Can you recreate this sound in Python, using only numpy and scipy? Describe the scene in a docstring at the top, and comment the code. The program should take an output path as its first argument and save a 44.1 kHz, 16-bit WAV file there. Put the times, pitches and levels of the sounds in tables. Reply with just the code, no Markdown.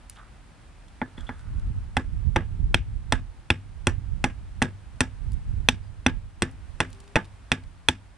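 """A quiet outdoor hum opens, with a bright tick and a short scrape; light taps follow, then steady chops.
A heavy knife chops a birch blank that is braced on a wooden block.
Each blow rings modes of blank, blade and block, cracks, thumps the ground and scatters back as noise.
Chips are short noise bursts, scrapes are resonances fed by random slips, far bird notes are gliding sines.
Gusts are lumpy low noise in the two microphone ports."""
import sys
import numpy as np
from scipy import signal
from scipy.fft import rfft, irfft, next_fast_len
from scipy.io import wavfile

SR = 44100
rng = np.random.default_rng(int(sys.argv[2]) if len(sys.argv) > 2 else 0)


def to_wav(sig):
    """Store sig (one row per channel, or 1-D mono) as 16-bit WAV at the path in sys.argv[1].

    Samples outside -1..1 are clipped; the rate is SR.
    """
    pcm = np.clip(np.atleast_2d(sig), -1, 1) * 32767
    pcm = np.round(pcm).astype(np.int16)
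    wavfile.write(sys.argv[1], SR, pcm.T)  # frames by channels


N = 360297


def from_db(db):
    """Decibels to gain."""
    return 10 ** (np.asarray(db) / 20)


def rms_one(x):
    """Scale to unit rms."""
    return x / np.sqrt(np.mean(x ** 2) + 1e-20)


def in_time(rows):
    """Columns of a curve table, sample by sample."""
    s, *columns = np.transpose(rows)
    return [np.interp(np.arange(N) / SR, s, column) for column in columns]


def at_hz(points, hz, column=1):
    """Read a spectrum table on a log-frequency axis."""
    table = np.array(points)
    return np.interp(np.log(np.maximum(hz, 1)), np.log(table[:, 0]), table[:, column])


def drift(rate_hz):
    """Slow random wander of spread 1, drawn every 40 samples and joined by straight lines."""
    r = np.exp(-80 * np.pi * rate_hz / SR)
    draws = rng.standard_normal(N // 40 + 2002)
    slow = signal.lfilter([1], [1, -2 * r, r * r], draws)[2000:]   # skip the settling
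    return np.interp(np.arange(N) / 40, np.arange(len(slow)), rms_one(slow))


def ring(clicks, hz, t60):
    """A unit click sets a sine of height 1 ringing, down 60 dB after t60 seconds."""
    r, w = from_db(-60 / (t60 * SR)), 2 * np.pi * hz / SR
    return signal.lfilter([0, np.sin(w)], [1, -2 * r * np.cos(w), r * r], clicks + 1e-18)


def later(x, s):
    """Delay by s seconds."""
    lag = max(round(s * SR), 1)
    return np.concatenate([np.zeros(lag), x[:-lag]])


def steep(x, hz):
    """A two-pole low-pass applied twice."""
    low = signal.butter(2, min(hz, .45 * SR), fs=SR, output="sos")
    return signal.sosfilt(np.vstack([low, low]), x)


def coloured(spectrum, likeness):
    """Stereo noise with the given spectrum and left-right likeness; rms 1."""
    size = next_fast_len(N)
    hz = np.arange(size // 2 + 1) * SR / size
    mid, side = rfft(rng.standard_normal((2, size))) * from_db(at_hz(spectrum, hz))
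    alike = np.clip(at_hz(likeness, hz), 0, 1)
    both = np.sqrt(1 + alike) * mid + np.sqrt(1 - alike) * side * [[1], [-1]]
    return rms_one(irfft(both, size)[:, :N])


# the hum's swell: (time [s], level [dB])
HUM_LEVEL = [(0.0, -49), (1.2, -48.5), (2.9, -50.5), (5.4, -49), (6.3, -51), (6.9, -47.5), (8.17, -51.5)]
# the hum's spectrum: (frequency [Hz], relative level [dB per Hz])
HUM_SPECTRUM = [(24, -26.5), (40, 4), (81, -4), (444, -25), (852, -22), (1070, -24.5), (1520, -25.5),
                (6650, -40), (8990, -37.5), (9940, -40.5), (11600, -55.5), (13800, -69.5), (16000, -78.5)]
# how wide the hum sits: (frequency [Hz], left-right likeness [0 to 1])
HUM_LIKENESS = [(60, 0.76), (150, 0.38), (300, 0.93), (640, 0.27), (3000, 0.65), (7000, .01)]


def hum():
    """Far traffic and leaves: a smooth wide floor of noise."""
    level_db = in_time(HUM_LEVEL)[0] + 0.23 * drift(8.7)
    return from_db(level_db) * coloured(HUM_SPECTRUM, HUM_LIKENESS)


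# far bird notes: (time [s], length [s], first pitch [Hz], last pitch [Hz], mid-note level [dB rms])
BIRD_NOTES = [(5.83, 0.019, 4780, 4900, -71.5), (5.863, 0.022, 4700, 4800, -69), (8.3, .2, 595, 630, -61),
              (6.9, 0.26, 386, 409, -62.5)]
NOTE_FADE = 0.14   # share of the note spent swelling, and again dying


def birds():
    """Soft gliding sine notes whose level wavers a little."""
    out, t = np.zeros(N), np.arange(N) / SR
    for s, length, first_hz, last_hz, level_db in BIRD_NOTES:
        done = np.clip((t - s) / length, 0, 1)
        fade = np.clip(np.minimum(done, 1 - done) / NOTE_FADE, 0, 1)
        hz = first_hz + (last_hz - first_hz) * done
        note = np.sin(2 * np.pi * np.cumsum(hz) / SR)
        out += np.sqrt(2) * fade * from_db(level_db + 1.1 * drift(19)) * note
    return out


# gusts coming and going: (time [s], level [dB], left-right difference [dB])
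GUST_LEVELS = [(0.0, -67, -8), (0.68, -67, 2), (1.07, -69, -16), (1.25, -40, -10), (1.41, -40, -3),
               (1.68, -23.5, -4), (1.87, -33, -10.5), (2.02, -39, -4), (2.09, -29, -12), (2.3, -27, -10.5),
               (2.5, -29.5, -11), (2.64, -20, -1), (2.87, -34.5, -2.5), (3.0, -32, -8), (3.27, -39.5, -8.5),
               (3.47, -52, -1), (3.65, -43.5, -7.5), (4.0, -31.5, -8.5), (4.27, -30.5, -8),
               (4.4, -40.5, -7), (4.62, -39.5, -1.5), (4.85, -46.5, -9), (5.12, -42.5, -12),
               (5.27, -29.5, -8.5), (5.6, -30.5, -7), (5.85, -41, -7), (6.17, -36.5, -7), (6.3, -44.5, -4),
               (6.8, -42, -4.5), (7.08, -57, 0.5), (7.35, -47.5, -7), (7.5, -63, -5), (7.65, -44.5, -5.5),
               (8.17, -60, -3)]
# spectrum of the buffeting: (frequency [Hz], relative level [dB per Hz])
BUFFET_SPECTRUM = [(12, -27.5), (20, -5.5), (38, 4), (92, -2), (131, -10), (226, -24), (450, -42.5),
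                   (580, -71.5), (990, -120)]


def wind():
    """Air turbulence at the ports: lumpy low noise, nearly unrelated left and right."""
    level_db, pan_db = in_time(GUST_LEVELS)
    lumps_db = np.array([2.8 * drift(7) + 2.5 * drift(35) for side in range(2)])
    noise = coloured(BUFFET_SPECTRUM, [(20, 0.041), (400, 0.064)])
    side_db = level_db + pan_db / 2 * [[1], [-1]]
    return from_db(side_db) * rms_one(noise * from_db(lumps_db))


# the blank scraping as it shifts:
# (time [s], length [s], drive level [dB], resonance [Hz], ring-out to -60 dB [cycles])
SCRAPE_STROKES = [(0.093, .12, -43, 7000, 3), (0.158, 0.054, -47.5, 3500, 11),
                  (0.16, 0.14, -41.5, 1320, 5.1), (.73, .06, -63, 5000, 8.5), (1.16, 0.91, -52, 1410, 6.5),
                  (1.17, 0.3, -52, 7300, 3.5), (1.174, 0.06, -52, 3400, 60), (1.262, 0.05, -50, 3400, 60),
                  (1.32, 0.04, -60, 3450, 60), (1.38, .1, -52, 8500, 3.5), (6.878, .25, -60, 6000, 2.5)]
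SLIPS_PER_S = 1200


def scrapes():
    """Uneven slips excite one resonance of the wood while the blank slides."""
    out, t = np.zeros(N), np.arange(N) / SR
    for s, length, level_db, hz, cycles in SCRAPE_STROKES:
        rise, fall = (t - s) / 0.0025, (s + length - t) / (0.91 * length)
        stroke = np.clip(np.minimum(rise, fall), 0, 1)
        slips = rng.standard_normal(N) * (rng.random(N) < SLIPS_PER_S / SR) * stroke
        out += from_db(level_db) * steep(ring(slips, hz, cycles / hz), 2.0 * hz)
    return signal.sosfilt(signal.butter(2, 800, "high", fs=SR, output="sos"), out)


# chips and grit landing: (time [s], level before band-pass [dB], pitch [Hz], t60 [s])
CHIP_LANDINGS = [(0.0974, -23.5, 8900, 0.012), (0.8824, -45.5, 3120, 0.021), (1.208, -38, 3370, 0.012),
                 (1.3933, -45, 3390, 0.016), (1.5963, -43, 3300, 0.014), (5.3193, -39.5, 5000, 0.016),
                 (5.331, -46, 7020, 0.044), (6.513, -46.5, 9000, 0.012), (6.904, -43.5, 7360, 0.012),
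                 (6.93, -37.5, 4300, 0.013), (6.9476, -45, 4230, 0.013), (7.0025, -40, 4700, 0.025),
                 (7.0394, -50, 3440, 0.017), (7.077, -42.5, 2660, 0.025), (7.2452, -41, 3010, 0.015),
                 (7.2514, -43.5, 3660, 0.036), (7.637, -40.5, 2460, 0.015)]


def chips():
    """Each chip is a tiny dying burst of noise round its own pitch."""
    out = np.zeros(N)
    t = np.arange(SR // 20) / SR
    for s, level_db, hz, t60 in CHIP_LANDINGS:
        edges = [hz * 0.76, min(hz * 1.85, .45 * SR)]
        band = signal.butter(1, edges, "band", fs=SR, output="sos")
        burst = signal.sosfilt(band, rng.standard_normal(len(t))) * from_db(level_db - 60 * t / t60)
        at = round(s * SR)
        out[at:at + len(t)] += burst
    return out


# knife blows, the first three light taps as the blank is set down:
# (time [s], force [dB], hardness [dB], edge ring [dB], thump [dB], crack [dB])
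KNIFE_BLOWS = [(1.0159, -19.5, -19.5, -41, -7.5, -15.5), (1.18, -37.5, -7, -14, 5, -6),
               (1.2916, -22.5, -18, -28, -12.5, -17), (1.9684, -12, -3.5, -7, -7, -12),
               (2.3606, -10.5, -1, -17, -4, -10.5), (2.744, -18.5, 17.5, 2.5, 1.5, 11),
               (3.1231, -11, 1, -2.5, -11, -1.5), (3.503, -16.5, 13.5, 0, 4.5, 2.5),
               (3.8699, -12.5, 5, 3, -2, -12), (4.2412, -11.5, 3, -1.5, -6.5, -12),
               (4.6187, -11, -4.5, -12, -3, -16.5), (4.624, -18, 5.5, 5.5, -9, 2.5),
               (5.0062, -13, 4.5, 5.5, -3.5, 1), (5.687, -16.5, 12.5, 8.5, -2.5, 13),
               (6.0633, -11, 5.5, -8.5, -6, -1.5), (6.4211, -12.5, 2, 0, -7, -3),
               (6.8035, -11.5, 4, -2.5, -11, -6.5), (7.1569, -12.5, 7, -6.5, -5, -6),
               (7.1636, -10, -8, -18, -18, -11), (7.5174, -13, 7.5, 0.5, -6, 1.5),
               (7.886, -15.5, 9.5, 7.5, -3.5, 10)]
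# how each part answers a blow, by part name:
# (level over the force [dB], shares of hardness, edge ring, thump, crack [dB per dB])
PART_ANSWERS = {"low": (-1.4, -0.43, 0.16, .1, -0.17), "high": (0, 0, 0, 0, 0), "knock": (0, 1, 0, 0, 0),
                "crack": (0, 0, 0, 0, 1), "blade": (0, 0, 1, 0, 0), "tearing": (-15, 0.39, 0.47, 0, 0),
                "rebound": (-13, -.5, 0.13, 0.02, 0.2), "block": (1.5, -0.13, -0.013, 0.76, 0.066),
                "ground": (0, 0, 0, 1, 0)}


def answer(part):
    """Level in dB of one part at every blow."""
    force_db, *manner = np.transpose(KNIFE_BLOWS)[1:]
    level_db, *shares = PART_ANSWERS[part]
    return force_db + level_db + np.dot(shares, manner)


def placed(pieces, delay_s=0.):
    """One piece of sound for each blow, laid at its moment."""
    out = np.zeros(pieces.shape[1:-1] + (N + SR,))
    for blow, piece in zip(KNIFE_BLOWS, pieces):
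        at = round((blow[0] + delay_s) * SR)
        out[..., at:at + piece.shape[-1]] += piece
    return out[..., :N]


# scatter from logs and boards: (frequency [Hz], level against the blow [dB], t60 [s])
YARD_SCATTER = [(201, -19, 0.18), (736, -32, 0.16), (1600, -24.5, 0.15), (2540, -35.5, 0.2),
                (3445, -32, 0.13), (6040, -30.5, 0.16), (12000, -39.5, 0.085)]
# wood resonances that colour the scatter: (frequency [Hz], width [Hz], level [dB])
TIMBER_MODES = [(261, 8, 3), (882, 14, 7.5), (1320, 48, -8), (1650, 22, 5), (2510, 37, -1.5),
                (3700, 400, 5), (5610, 120, 3), (8960, 510, 1)]
SCATTER_DELAY_S = .004
# the scatter of a part follows that part by share TAIL_OWN, and the blank's high modes by the rest
TAIL_DB, TAIL_OWN = -2, 0.74


def scatter():
    """Each blow comes back lumpy, coloured like the blow, dying band by band, less alike up high."""
    parts = ("block", "low", "high", "knock", "crack", "blade", "blade")   # one for each yard row
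    levels = np.transpose([TAIL_DB + TAIL_OWN * answer(part) + (1 - TAIL_OWN) * answer("high")
                           for part in parts])
    log_centres = np.log(np.array(YARD_SCATTER)[:, 0])
    t = np.arange(SR // 3) / SR
    edges = 130 * 2 ** np.arange(0, 7, .5)   # half-octave bands [Hz]
    out = 0
    for low, high in zip(edges, edges[1:]):
        hz = np.sqrt(low * high)
        blow_db = np.array([np.interp(np.log(hz), log_centres, row) for row in levels])
        common = rng.standard_normal((len(KNIFE_BLOWS), 1, len(t)))
        own = rng.standard_normal((len(KNIFE_BLOWS), 2, len(t)))
        noise = common + min(hz / 1500, .7) * own
        band_pass = signal.butter(2, [low, high], "band", fs=SR, output="sos")
        band = rms_one(signal.sosfilt(band_pass, noise))
        dying_db = -60 * t / at_hz(YARD_SCATTER, hz, column=2)
        # near things answer first: a strong early part dies nine times faster
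        shape = (from_db(dying_db) + 4 * from_db(9.0 * dying_db)) * np.minimum(t / 0.0013, 1)
        out = out + band * from_db(blow_db + at_hz(YARD_SCATTER, hz))[:, None, None] * shape
    wash = placed(out, SCATTER_DELAY_S) * from_db(2.2 * drift(90))
    coloured_wash = wash
    for hz, width, level_db in TIMBER_MODES:
        top_one = 2 * np.pi * width / SR   # scales the resonance to about gain 1 on top
        coloured_wash = coloured_wash + from_db(level_db) * top_one * ring(wash, hz, 2.2 / width)
    return coloured_wash


def struck(modes, blow_db, tearing, spread_db, shift, soft_hz):
    """Blows land elsewhere, shifting mode levels and pitches; tearing feeds them; contact is rounded."""
    out = np.zeros(tearing.shape)
    luck = rng.standard_normal((len(KNIFE_BLOWS), len(modes), 2))
    for b, piece in enumerate(out):
        for k, (hz, level_db, t60) in enumerate(modes):
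            clicks = tearing[b].copy()
            clicks[0] += from_db(blow_db[b] + spread_db * luck[b, k, 0])
            piece += ring(clicks * from_db(level_db), hz * (1 + shift * luck[b, k, 1]), t60)
    return steep(out, soft_hz)


# modes of each struck part, all as (nominal frequency [Hz], relative level [dB], t60 [s])
# the blank's low modes
BLANK_LOW_MODES = [(526, -4, 0.016), (680, -16, 0.036), (854, -9.5, 0.037), (914, -16.5, 0.034)]
# the blank's high modes
BLANK_HIGH_MODES = [(1420, -10, 0.017), (1495, -12, 0.017), (1652, -32, 0.014), (2063, 1, 0.029),
                    (1930, -14.5, 0.01456)]
# the hard knock
KNOCK_MODES = [(2340, -17, .008), (2585, -5.5, 0.012), (2731, -3.5, 0.013)]
# the crack
CRACK_MODES = [(3374, -7, 0.0058), (3416, -1, 0.012), (3900, -35, 0.0031)]
# the knife blade
BLADE_MODES = [(4500, -13, 0.0017), (5820, -8, 0.011), (5730, -38, 0.12), (6495, -15, 0.0041),
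               (7430, -13, 0.0036), (8120, -14, .006), (8660, -14, 0.0084), (13600, -15.5, .006)]
# the blank knocked again by the rocking block
REBOUND_RING = [(1592, -2.5, .07), (1709, -2.5, 0.12), (1903, -16.5, .06)]
# the wooden block
BLOCK_MODES = [(200, -13.5, 0.0063), (251.7, -3, 0.092), (335, -10.5, 0.088)]
# the ground
GROUND_MODES = [(60.6, -15.5, 0.01), (83.4, -5.5, 0.12), (97.9, -17.5, 0.69), (115, -16, .1)]
# the block rocks and knocks the blank again: (delay [s], level [dB])
REBOUND_KNOCKS = [(.010, 1), (.030, -16.5)]
TEAR_S, TEAR_PER_S = .0035, 4900   # the edge travels through the grain; fibres torn per second
BOUNCE_S, BOUNCE_DB = .0012, -4   # second arrival, off the ground
PUSH_LEAD_S, GROUND_DELAY_S = .001, 0.0054   # the block leads, the ground lags


def chops():
    """Blank and blade reach the microphone twice (direct, off the ground); the ground answers late."""
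    t = np.arange(SR // 8) / SR
    cutting = from_db(answer("tearing"))[:, None] * np.clip(3 * (1 - t / TEAR_S), 0, 1)
    tearing = cutting * rng.standard_normal(cutting.shape) * (rng.random(cutting.shape) < TEAR_PER_S / SR)
    bright = struck(BLANK_LOW_MODES, answer("low"), tearing * from_db(-3.5),
                    spread_db=4.5, shift=.012, soft_hz=1453)
    bright += struck(BLANK_HIGH_MODES, answer("high"), tearing * from_db(-5),
                     spread_db=1.5, shift=0.0097, soft_hz=2530)
    bright += struck(KNOCK_MODES, answer("knock"), tearing * from_db(-10.5),
                     spread_db=3.0, shift=0.0071, soft_hz=3180)
    bright += struck(CRACK_MODES, answer("crack"), tearing * from_db(-4),
                     spread_db=1.5, shift=0.02, soft_hz=4800)
    bright += struck(BLADE_MODES, answer("blade"), tearing * from_db(1.5),
                     spread_db=3.1, shift=0.035, soft_hz=15000)
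    bright = placed(bright)
    bright += from_db(BOUNCE_DB) * later(bright, BOUNCE_S)
    still = np.zeros((len(KNIFE_BLOWS), SR // 2))   # no tearing
    high_pass = signal.butter(2, 1300, "high", fs=SR, output="sos")
    for delay_s, level_db in REBOUND_KNOCKS:
        again = struck(REBOUND_RING, answer("rebound") + level_db, still,
                       spread_db=1.0, shift=0.018, soft_hz=1970)
        bright += placed(signal.sosfilt(high_pass, again), delay_s)
    block = struck(BLOCK_MODES, answer("block"), still, spread_db=3.0, shift=0.015, soft_hz=716)
    ground = struck(GROUND_MODES, answer("ground"), still, spread_db=2.5, shift=0.013, soft_hz=430)
    # the block enters with opposite sign
    return bright - placed(block, -PUSH_LEAD_S) + placed(ground, GROUND_DELAY_S)


# stereo lean of near sounds: (frequency [Hz], left-right difference [dB], left lead [rad])
PORT_LEAN = [(60, 0, 0), (380, 0, .1), (700, -1.7, .35), (1300, -3.5, .55), (2500, -1.5, .25),
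             (5000, .2, -.8), (9000, 1.2, -1.1), (14000, -3, -1.5)]
MIC_EDGE_HZ, MIC_TOP_DB = 10300, -14.5   # top edge; level of the full-band copy mixed back in


def ports(x):
    """Two microphone ports hear near sounds with a lean in level and phase, and lose their top."""
    size = next_fast_len(N + SR // 10)
    hz = np.arange(size // 2 + 1) * SR / size
    half = np.array([[.5], [-.5]])
    level = from_db(half * at_hz(PORT_LEAN, hz))
    phase = np.exp(1j * half * at_hz(PORT_LEAN, hz, column=2))
    near = irfft(rfft(x, size) * level * phase, size)[:, :N]
    below = signal.sosfilt(signal.cheby1(6, 1, MIC_EDGE_HZ, fs=SR, output="sos"), near)
    return below + from_db(MIC_TOP_DB) * near


def scene():
    """Chopping in its surroundings, with wind, hum and birds."""
    near = chops() + scatter() + chips() + scrapes()
    return ports(near) + wind() + hum() + birds()


CUTOFF_HZ = 16349


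def record(dry):
    """Peaks beyond 0.97 clip, then a steep low-pass cuts the top."""
    low_pass = signal.cheby2(12, 70, CUTOFF_HZ, fs=SR, output="sos")
    return signal.sosfilt(low_pass, np.clip(dry, -.97, .97))


dry = scene()
out = record(dry)
to_wav(out)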